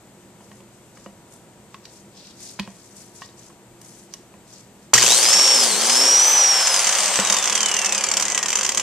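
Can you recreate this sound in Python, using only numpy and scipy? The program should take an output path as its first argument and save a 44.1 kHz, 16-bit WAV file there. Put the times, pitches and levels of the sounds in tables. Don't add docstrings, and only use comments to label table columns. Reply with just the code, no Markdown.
import sys
import numpy as np
from scipy import signal
from scipy.fft import rfft, irfft, next_fast_len
from scipy.io import wavfile

SR = 44100
rng = np.random.default_rng(int(sys.argv[2]) if len(sys.argv) > 2 else 0)


def natural_amplitude(level_db):
    exponent = np.asarray(level_db, float) / 20
    return 10 ** exponent


def log_audio(samples):
    frames = np.atleast_2d(samples).T
    limited = np.clip(frames, -1, 1)
    pcm = np.round(limited * 32767).astype(np.int16)
    wavfile.write(sys.argv[1], SR, pcm)


N = 388942
TIME_S = np.arange(N) / SR

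# (time [s], gear mesh [Hz], load on the gear teeth [dB])
SPIN = [(4.94, 795, 0), (4.982, 1863, 3), (5.05, 3080, 2.5), (5.11, 3765, 5.5), (5.2, 4500, 3.5),
        (5.26, 4960, 3), (5.34, 5430, 2), (5.41, 5540, 1), (5.52, 5520, 0.5), (5.58, 5310, 0),
        (5.65, 4910, 2.5), (5.74, 4020, -1.5), (5.8, 4480, -1.5), (5.97, 5297, 1), (6.1, 5633, -1),
        (6.31, 6090, -3.5), (6.6, 5373, -2.5), (6.85, 4790, -3), (7.12, 4113, -4.5), (7.4, 3586, -11.5),
        (7.75, 2857, -20), (8.08, 2302, -22), (8.3, 2016, -27), (8.82, 1446, -73)]
# (time [s], relative level [dB])
CLACKS = [(4.9367, 9), (4.9781, -2), (5.0214, -1), (5.0629, -2), (5.2284, -4), (5.3304, -2), (5.8974, -6),
          (6.6711, -5), (6.7415, -4), (6.7619, -6), (6.7918, -7), (6.8432, -7), (6.8692, -7), (6.8916, -7),
          (6.9245, -9), (6.95, -7), (6.9854, -7), (7.0034, -10), (7.0328, -9), (7.0572, -7), (7.0787, -9),
          (7.1565, -9), (7.1719, -9), (7.1983, -6), (7.2487, -9), (7.2716, -8), (7.2991, -4), (7.3235, -4),
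          (7.341, -7), (7.3664, -5), (7.3849, -8), (7.4253, -9), (7.4398, -9), (7.4552, -7), (7.4737, -6),
          (7.4971, -7), (7.5241, -8), (7.552, -4), (7.5759, -10), (7.6049, -6), (7.6293, -8), (7.6583, -7),
          (7.6847, -7), (7.7136, -8), (7.7401, -7), (7.765, -9), (7.789, -7), (7.8154, -9), (7.8453, -7),
          (7.8588, -6), (7.8922, -12), (7.9222, -4), (7.9476, -7), (7.9785, -6), (8.0085, -11),
          (8.0379, -6), (8.0648, -12), (8.0868, -10), (8.1142, -7), (8.1377, -9), (8.1686, -15),
          (8.1686, -6), (8.198, -6), (8.2235, -7), (8.2524, -9), (8.2813, -10), (8.2998, -11),
          (8.3193, -11), (8.3467, -7), (8.3766, -5), (8.428, -8), (8.4584, -9), (8.4829, -9), (8.5033, -8),
          (8.5283, -8), (8.5542, -7), (8.5707, -10), (8.5871, -9), (8.6101, -9), (8.6305, -11),
          (8.6475, -11), (8.6635, -9), (8.6909, -5), (8.7188, -10), (8.7468, -10), (8.7732, -6),
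          (8.7967, -9)]
# (frequency [Hz], nominal width [Hz], relative level [dB])
CASE = [(570, 210, -22.5), (1100, 280, -7), (1587, 58, -11), (1985, 230, -13), (2365, 39, -20.5),
        (2900, 450, -13.5), (3125, 95, -4.5), (4700, 130, -13.5), (5490, 220, -12.5), (6070, 77, -2),
        (6200, 19.4, -5.5), (7413, 26, 1), (9580, 37, 2.5), (11460, 70, -14)]
# (frequency [Hz], relative level [dB], time to fall 60 dB [s])
BENCH = [(74.4, -5, 0.092), (121.5, -24, 0.62), (200.5, 8, 0.098), (371, -4.5, 0.14), (544, 7, 0.043),
         (690, -2.5, 0.14), (940, 1, 0.052), (996, 3.5, 0.048), (1088, -2.5, 0.051), (1887, -15.5, 0.13),
         (2280, -2.5, 0.019), (2900, -13, 0.071), (3250, -12, 0.025)]
SWITCH_ON_S, SWITCH_OFF_S = 4.9368, 6.31
FULL_SPEED_HZ = 6000
MAINS_PULSE_HZ = 120


def rms_one(x):
    return x / np.sqrt(np.mean(x ** 2) + 1e-20)


def after(s, ramp_s):
    return np.clip((TIME_S - s) / ramp_s + .5, 0, 1)


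def in_time(rows):
    s, *columns = np.transpose(rows)
    gate = np.clip(np.minimum(TIME_S - s[0], s[-1] + 0.012 - TIME_S) / 0.00382, 0, 1)
    return [gate] + [np.interp(TIME_S, s, column) for column in columns]


def at_hz(points, hz):
    table_hz, values = np.array(points).T
    return np.interp(np.log(hz + 1), np.log(table_hz), values)


def colour(x, spectrum):
    size = 2 ** 13
    cepstrum = irfft(np.log(natural_amplitude(at_hz(spectrum, np.fft.rfftfreq(size, 1 / SR)))))
    cepstrum[1:size // 2] *= 2
    cepstrum[size // 2 + 1:] = 0
    pulse = irfft(np.exp(rfft(cepstrum)))
    pulse = pulse / np.sqrt(np.sum(pulse ** 2))
    return signal.oaconvolve(np.atleast_2d(x), pulse[None], axes=1)[:, :N]


def resonance(x, hz, width_hz):
    r = np.exp(-np.pi * width_hz / SR)
    feedback = [1, -2 * r * np.cos(2 * np.pi * hz / SR), r * r]
    return signal.lfilter([(1 - r * r) / 2, 0, (r * r - 1) / 2], feedback, x + 1e-18)


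def drift(rate):
    knots = rng.standard_normal(N // 40)
    return np.interp(np.arange(N) * rate / SR, np.arange(len(knots)), knots)


def bursts(times, peaks, decay_s):
    marks = np.zeros(N)
    np.add.at(marks, np.minimum((np.asarray(times) * SR).astype(int), N - 1), peaks)
    swell = signal.lfilter([.03], [1, -.97], marks + 1e-18)
    return signal.lfilter([1], [1, -np.exp(-1 / (decay_s * SR))], swell)


def whine():
    # (frequency [Hz], level [dB])
    mesh_response = [(800, -25), (1620, -28), (1870, -10.5), (2150, -30), (2450, -21), (2800, -15.5),
                     (3150, -16.5), (3370, -28), (3800, -20), (4100, -26), (4500, -26.5), (4780, -29.5),
                     (4990, -20.5), (5200, -19.5), (5450, -15.5), (5750, -9.5), (6090, -12)]
    # (frequency [Hz], level [dB])
    octave_response = [(1600, -58), (4300, -30), (4700, -21.5), (5300, -23.5), (5800, -37), (6400, -29),
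                       (7000, -29), (7600, -23), (8200, -17.5), (8900, -23), (9300, -28), (9900, -20.5),
                       (10500, -29), (11000, -33), (11500, -37), (12200, -24)]
    # (time [s], half-width of the dip [s], change of mesh level [dB])
    floats = [(5.03, .045, -14), (7.08, .2, -14)]
    tooth_overtones_db = [0, -3, -7, -12]
    crown_teeth, pinion_teeth, blade_teeth = 42, 13, 6
    cut_ends_s = 5.95

    gate, mesh_hz, load_db = in_time(SPIN)
    octaves = np.log2(mesh_hz / FULL_SPEED_HZ)
    mesh_db = at_hz(mesh_response, mesh_hz) + 0.63 * load_db
    for s, lasts, db in floats:
        mesh_db += db * np.exp(-((TIME_S - s) / lasts) ** 2)
    octave_db = at_hz(octave_response, 2 * mesh_hz) + 0.73 * load_db
    slaps = [s for s, db in CLACKS if s > SWITCH_OFF_S]
    pressed = 1 + 1.5 * bursts(slaps, np.ones(len(slaps)), decay_s=.008) / 30

    entered, left = after(5.5, 0.16), after(6.12, 0.14)
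    bite = np.exp(-((TIME_S - 5.64) / 0.077) ** 2)
    teeth_db = -34 + 14.5 * octaves - 11 * (1 - left)
    wobble_db = -62 + 23 * (entered - left)
    rotor_db = -53 + 7 * octaves + 21 * bite

    turn = 2 * np.pi * np.cumsum(mesh_hz * gate / crown_teeth) / SR
    rotor = turn * crown_teeth / pinion_teeth
    mesh = crown_teeth * turn
    loaded = np.arange(N) < cut_ends_s * SR
    jitter = .3 * drift(300.) + .3 * loaded * np.sin(rotor)
    octave_blur = np.where(loaded, 2.2, .4) * drift(900.)
    runout = 1 + .25 * np.sin(rotor) + .2 * np.sin(turn)

    out = natural_amplitude(mesh_db + 1.7 * drift(150.)) * runout * pressed * np.sin(mesh + jitter)
    below_db = mesh_db - 13 + 3 * drift(60.)
    powered = 1 - after(SWITCH_OFF_S + .1, .3)
    out += natural_amplitude(below_db) * powered * np.sin(mesh - rotor + 3 * jitter)
    out += natural_amplitude(octave_db + 3 * drift(120.)) * pressed * np.sin(2 * mesh + octave_blur)
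    for k, db in enumerate(tooth_overtones_db):
        tooth_level = natural_amplitude(teeth_db + db + 3 * drift(25.))
        tooth_phase = blade_teeth * turn + 1.2 * drift(30.)
        out += tooth_level * np.sin((k + 1) * tooth_phase)
    out += natural_amplitude(wobble_db + 0.83 * drift(15.)) * np.sin(2 * turn)
    out += natural_amplitude(rotor_db + 2.0 * drift(10.0)) * np.sin(rotor)
    return np.sqrt(2) * gate * out


def roar():
    # (level at full speed [dB],
    # slope [dB per octave of speed], share of the tooth load [dB per dB], added under power [dB])
    layers = [(-45, -2, .01, 11), (-22, 3, 0.13, -1.5), (-17, 1.3, 0.95, -0.3), (-26, 4.5, 0.14, 4.3),
              (-29.5, -1.5, 1.15, -0.7)]
    edges_hz = [450, 3500, 7200, 10500]
    # (frequency [Hz], relative density [dB per Hz])
    spectrum = [(24, -54), (40, -56.5), (434, -6), (543, -3.5), (768, 0.5), (1040, -1), (1500, -5.5),
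                (2870, -5), (3960, -8), (6340, -4.5), (7740, 3.5), (8760, 3.5), (12100, -13), (14000, -6.5),
                (15100, -81)]
    chatter_db = 0

    gate, mesh_hz, load_db = in_time(SPIN)
    octaves = np.log2(mesh_hz / FULL_SPEED_HZ)
    powered = 1 - after(SWITCH_OFF_S, 0.45)
    levels_db = [db + slope * octaves + share * load_db + extra * powered
                 for db, slope, share, extra in layers]
    half_turn = np.pi * np.cumsum(mesh_hz / 42) / SR + 1.5 * drift(12.)
    levels_db[2] += chatter_db * (after(6.26, 0.36) - after(5.7, .2)) * np.cos(half_turn)
    since = TIME_S - SWITCH_ON_S
    ripple_db = (2 + 6 * np.exp(-np.maximum(since, 0) / .15)) * powered
    ripple = natural_amplitude(ripple_db * np.cos(2 * np.pi * MAINS_PULSE_HZ * since - 1.1))
    grit = (rng.random(N) < 600. / SR) * natural_amplitude(0.7 * np.minimum(rng.exponential(1, N), 4))
    roughness = 1 + .5 * signal.lfilter([1], [1, -.96], grit)
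    drive = rng.standard_normal((2, N)) * roughness * ripple

    case = sum(natural_amplitude(.5 * db) * resonance(drive, hz, 3.9 * width) for hz, width, db in CASE)
    bench = sum(resonance(drive, hz, 1.06 / t60) for hz, db, t60 in BENCH if hz < 600)
    rung = colour(drive + natural_amplitude(2.5) * case + natural_amplitude(4.5) * bench, spectrum)
    below = [signal.sosfiltfilt(signal.butter(3, hz, fs=SR, output="sos"), rung) for hz in edges_hz]
    parts = np.diff([0 * rung] + below + [rung], axis=0)
    levelled = [rms_one(part) * natural_amplitude(db + 0.68 * drift(30.)) for part, db in zip(parts, levels_db)]
    return gate * sum(levelled)


def clacks():
    # (frequency [Hz], relative density [dB per Hz])
    crack_spectrum = [(120, -79.5), (200, -0.5), (420, -43), (1060, -1.5), (1460, -2.5), (2810, 2.5),
                      (4110, -3.5), (7610, 11.5), (8790, 1), (12200, -32.5), (15100, -22)]
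    stray = rng.random((20, 2))
    strays = [SWITCH_ON_S, -19] + stray * [5.6 - SWITCH_ON_S, 10]
    s, peak_db = np.concatenate([CLACKS, strays]).T
    luck = rng.standard_normal((len(s), len(CASE) + 3))
    mesh_hz = np.interp(s, *np.transpose(SPIN)[:2])
    slow = np.clip((1960 - mesh_hz) / 400 + .5, 0, 1) * (s > SWITCH_OFF_S)
    lower_db = -10.5 + 7 * slow + 2 * luck[:, -3]
    times = np.concatenate([s, s + 0.00506 * natural_amplitude(5.45 * luck[:, -1])])
    rebound_db = -8 + 3 * luck[:, -2]

    noise = rng.standard_normal(N)
    crack_strengths = natural_amplitude(np.concatenate([peak_db, peak_db + rebound_db]))
    out = colour(noise * bursts(times, crack_strengths, decay_s=.0025), crack_spectrum)[0]
    hits = np.minimum(((times + .0005) * SR).astype(int), N - 1)
    for k, (hz, width, db) in enumerate(CASE):
        own_db = peak_db + 17 + db + 1.5 * luck[:, k] + lower_db * (hz < 3800)
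        strengths = natural_amplitude(np.concatenate([own_db, own_db + rebound_db]))
        blows = .4 * noise * bursts(times, strengths, decay_s=0.00091)
        np.add.at(blows, hits, 4 * strengths)
        out += resonance(blows, hz, 1.1 * width)
    return out


def mains_buzz():
    since = TIME_S - SWITCH_ON_S
    level = natural_amplitude(np.maximum(-30 - 124 * np.abs(since), -55))
    phase = 2 * np.pi * MAINS_PULSE_HZ * TIME_S
    gate = after(SWITCH_ON_S + 0.0051, .004) - after(5.5, .02)
    return np.sqrt(2) * gate * level * (np.sin(phase) + 0.15 * np.sin(2 * phase))


def slide():
    start_s, fade_s = 7.19, .16
    since = np.maximum(TIME_S - start_s, 0)
    friction = rng.standard_normal(N) * natural_amplitude(2.4 * drift(40.))
    rub = rms_one(resonance(friction, hz=1100, width_hz=220))
    return natural_amplitude(-26) * after(start_s, .01) * np.exp(-since / fade_s) * rub


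def knocks():
    # (time [s], relative level [dB], centre of the crack [Hz], thud against the crack [dB])
    touches = [(0.406, -43.5, 1870, -5), (0.516, -37, 1960, -16), (0.604, -44, 2410, -3),
               (0.972, -35, 1100, -12), (1.061, -31, 1180, -10.5), (1.323, -43, 7820, -16),
               (1.744, -28, 2150, -22), (1.854, -32, 4260, -26), (2.591, -22.5, 1110, -14),
               (2.596, -15.5, 2630, -12), (2.675, -30, 1110, -7.5), (3.219, -21, 1190, -38),
               (3.501, -43, 1260, -22), (3.815, -35.5, 8800, -31), (4.138, -24.5, 5700, -36),
               (4.339, -43, 1920, -2), (4.934, -4, 1130, -31.5), (7.189, -5, 1040, -18.5),
               (7.3, -9, 1120, -27)]
    out, t = np.zeros(N + SR), np.arange(SR // 2) / SR
    for s, peak_db, crack_hz, thud_db in touches:
        puff = rng.standard_normal(len(t)) * np.exp(-t / 0.0034)
        blow = 0.035 * np.diff(puff, prepend=0) + 3.6 * resonance(puff, crack_hz, 0.53 * crack_hz)
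        for hz, db, t60 in BENCH:
            near_db = thud_db if hz < 1000 else -2.5 * abs(np.log2(hz / crack_hz)) - 3
            mode_level = natural_amplitude(db + near_db + rng.normal(0, 4.34) - 60 * t / t60)
            blow += mode_level * np.sin(2 * np.pi * hz * t) * np.minimum(t * hz, 1)
        out[round(s * SR):][:len(t)] += natural_amplitude(peak_db - 4.0) * blow
    return out[:N]


def strokes():
    # (start [s], held [s], level [dB], centre [Hz])
    brushings = [(.2, 0.0089, -63, 6600), (.42, .17, -57.5, 7200), (.74, .02, -61, 6200),
                 (.86, .03, -60, 7400), (.97, 0.079, -55, 6200), (1.33, 0.014, -51, 7700),
                 (1.745, 0.0043, -56, 5130), (1.86, 0.036, -55, 4500), (1.92, 0.051, -49, 6900),
                 (2.17, 0.14, -48, 4700), (2.41, 0.097, -40.5, 6500), (2.605, 0.006, -45, 4300),
                 (2.67, .25, -52.5, 6800), (2.97, 0.073, -46, 7300), (3.16, 0.06, -46.5, 7250),
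                 (3.22, 0.013, -43.5, 4640), (3.39, 0.083, -49.5, 6640), (3.84, 0.16, -49, 7350),
                 (4.135, 0.01, -50, 6000), (4.5, 0.1, -49, 6160), (4.83, 0.015, -57, 6100)]
    s, held, db, hz = np.transpose(brushings)[:, :, None]
    t = np.arange(0, N, 64) / SR
    each = db - 300 * np.maximum(s - t, 0) - 179 * np.maximum(t - s - held, 0)
    power = natural_amplitude(2 * np.maximum(each, -150))
    level_db = np.maximum(each.max(axis=0), -77)
    centre_hz = (power * hz).sum(axis=0) / power.sum(axis=0)
    return in_time(np.transpose([t, level_db, centre_hz]))[1:]


def rustle():
    level_db, centre_hz = strokes()
    out = 0
    for hz in np.geomspace(1800, 10500, 8):
        crackle = rng.standard_normal((2, N)) * natural_amplitude(4.0 * drift(210.0))
        share = np.exp(-(np.log2(hz / centre_hz) / .45) ** 2) + .1
        band = resonance(resonance(crackle, hz, hz / 2), hz, hz / 2)
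        out = out + share * rms_one(band)
    return (1 - after(SWITCH_ON_S, .01)) * natural_amplitude(level_db) * out


def shop_air():
    # (frequency [Hz], relative density [dB per Hz])
    air_spectrum = [(15, -52), (25, -18.5), (187, -1.5), (272, -5.5), (346, -5.5), (560, -7.5), (883, -11),
                    (957, -16.5), (1040, -14.5), (1730, -17.5), (5320, -23), (8170, -13.5), (9590, -25.5),
                    (13600, -25), (15100, -89)]
    # (frequency [Hz], width [Hz], level [dB])
    fan_hum = [(198.3, 11.6, -56), (248, 17, -82), (346.3, 13.7, -58)]
    # (frequency [Hz], level [dB])
    lamp_tones = [(119.4, -60.5), (958.2, -64.5), (11795, -77)]
    out = natural_amplitude(-48.5) * colour(rng.standard_normal((2, N)), air_spectrum)
    for hz, width, db in fan_hum:
        out += natural_amplitude(db) * rms_one(resonance(rng.standard_normal((2, N)), hz, width))
    for hz, db in lamp_tones:
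        out += np.sqrt(2) * natural_amplitude(db + 2.3 * drift(3.13)) * np.sin(2 * np.pi * hz * TIME_S)
    return out


def walls(x):
    t60_s, gap_s = .45, .004
    t = np.arange(SR // 2) / SR
    tails = rng.standard_normal((2, len(t))) * natural_amplitude(-60 * t / t60_s) * (t > gap_s)
    tails = signal.lfilter([1], [1, -.5], tails)
    tails = tails / np.sqrt(np.sum(tails[0] ** 2))
    return natural_amplitude(-10) * signal.oaconvolve(x[None], tails, axes=1)[:, :N]


def scattered(x, smear_s):
    t = np.arange(1024) / SR
    smear = rng.standard_normal(len(t)) * np.exp(-t / smear_s)
    smear = smear / np.sqrt(np.sum(smear ** 2))
    return np.array([x, signal.oaconvolve(x, smear)[:N]])


def two_ports(pair, likeness, balance, phase):
    size = next_fast_len(N + 2048)
    hz = np.fft.rfftfreq(size, 1 / SR)
    direct, other = rfft(pair, size)
    alike = np.clip(at_hz(likeness, hz), 0, 1)
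    ports = np.sqrt((1 + alike) / 2) * direct + np.sqrt((1 - alike) / 2) * other * [[1], [-1]]
    level = natural_amplitude(at_hz(balance, hz) * [[0], [-1]])
    turned = np.exp(.5j * np.interp(hz, *np.transpose(phase)) * [[1], [-1]])
    return irfft(ports * level * turned, size)[:, :N]


def scene():
    # (frequency [Hz], likeness [-1 to 1])
    near_likeness, air_likeness = [(60, 0.84), (110, 0.93), (200, 0.93), (380, 0.97), (690, 1), (1270, 1),
                                   (2350, 1), (4320, 0.61), (7970, 0.086), (14700, -0.0)], [(60, 0.78), (180, 0.98), (540, 0.94),
                                                          (1630, 0.71), (4890, 0.24), (14700, -0.72)]
    # (frequency [Hz], left over right [dB])
    near_balance, air_balance = [(60, -1), (250, -1.5), (1000, 0), (3500, .5), (5600, -1.5), (6600, 0),
                                 (7600, 8), (9100, 14), (11600, 15), (14700, 20)], [(60, -3.5), (240, -0.5), (940, 0), (3710, 0.5),
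                                                       (14700, 10)]
    # (frequency [Hz], lead of the left [radians])
    near_phase, air_phase = [(0, 0), (2840, -0.14), (4480, -0.5), (6290, 0.041), (7410, -0.56),
                             (9650, -0.82), (14000, -1.3)], [(0, 0), (2840, 0.95), (4130, 1.3), (4650, 0.6), (6890, 4),
                                                 (8100, 2.7), (8700, 0.5), (11800, 1.4), (14000, 0.6),
                                                 (14800, -3.4)]
    gears = clacks()
    wood = knocks() + slide()
    near = scattered(gears + wood, smear_s=.004) + roar() + walls(gears + wood / 2)
    near[0] += whine() + mains_buzz()
    room = two_ports(shop_air() + rustle(), air_likeness, air_balance, air_phase)
    return two_ports(near, near_likeness, near_balance, near_phase) + room


def low_pass(x):
    return signal.sosfilt(signal.butter(12, 15280, fs=SR, output="sos"), x)


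def record(dry):
    rounded = 0.94 * np.tanh(dry / 1.128)
    top_cut = signal.cheby2(10, 50, 15400, fs=SR, output="sos")
    mix = signal.sosfilt(top_cut, rounded)
    return low_pass(mix)


dry = scene()
out = record(dry)
log_audio(out)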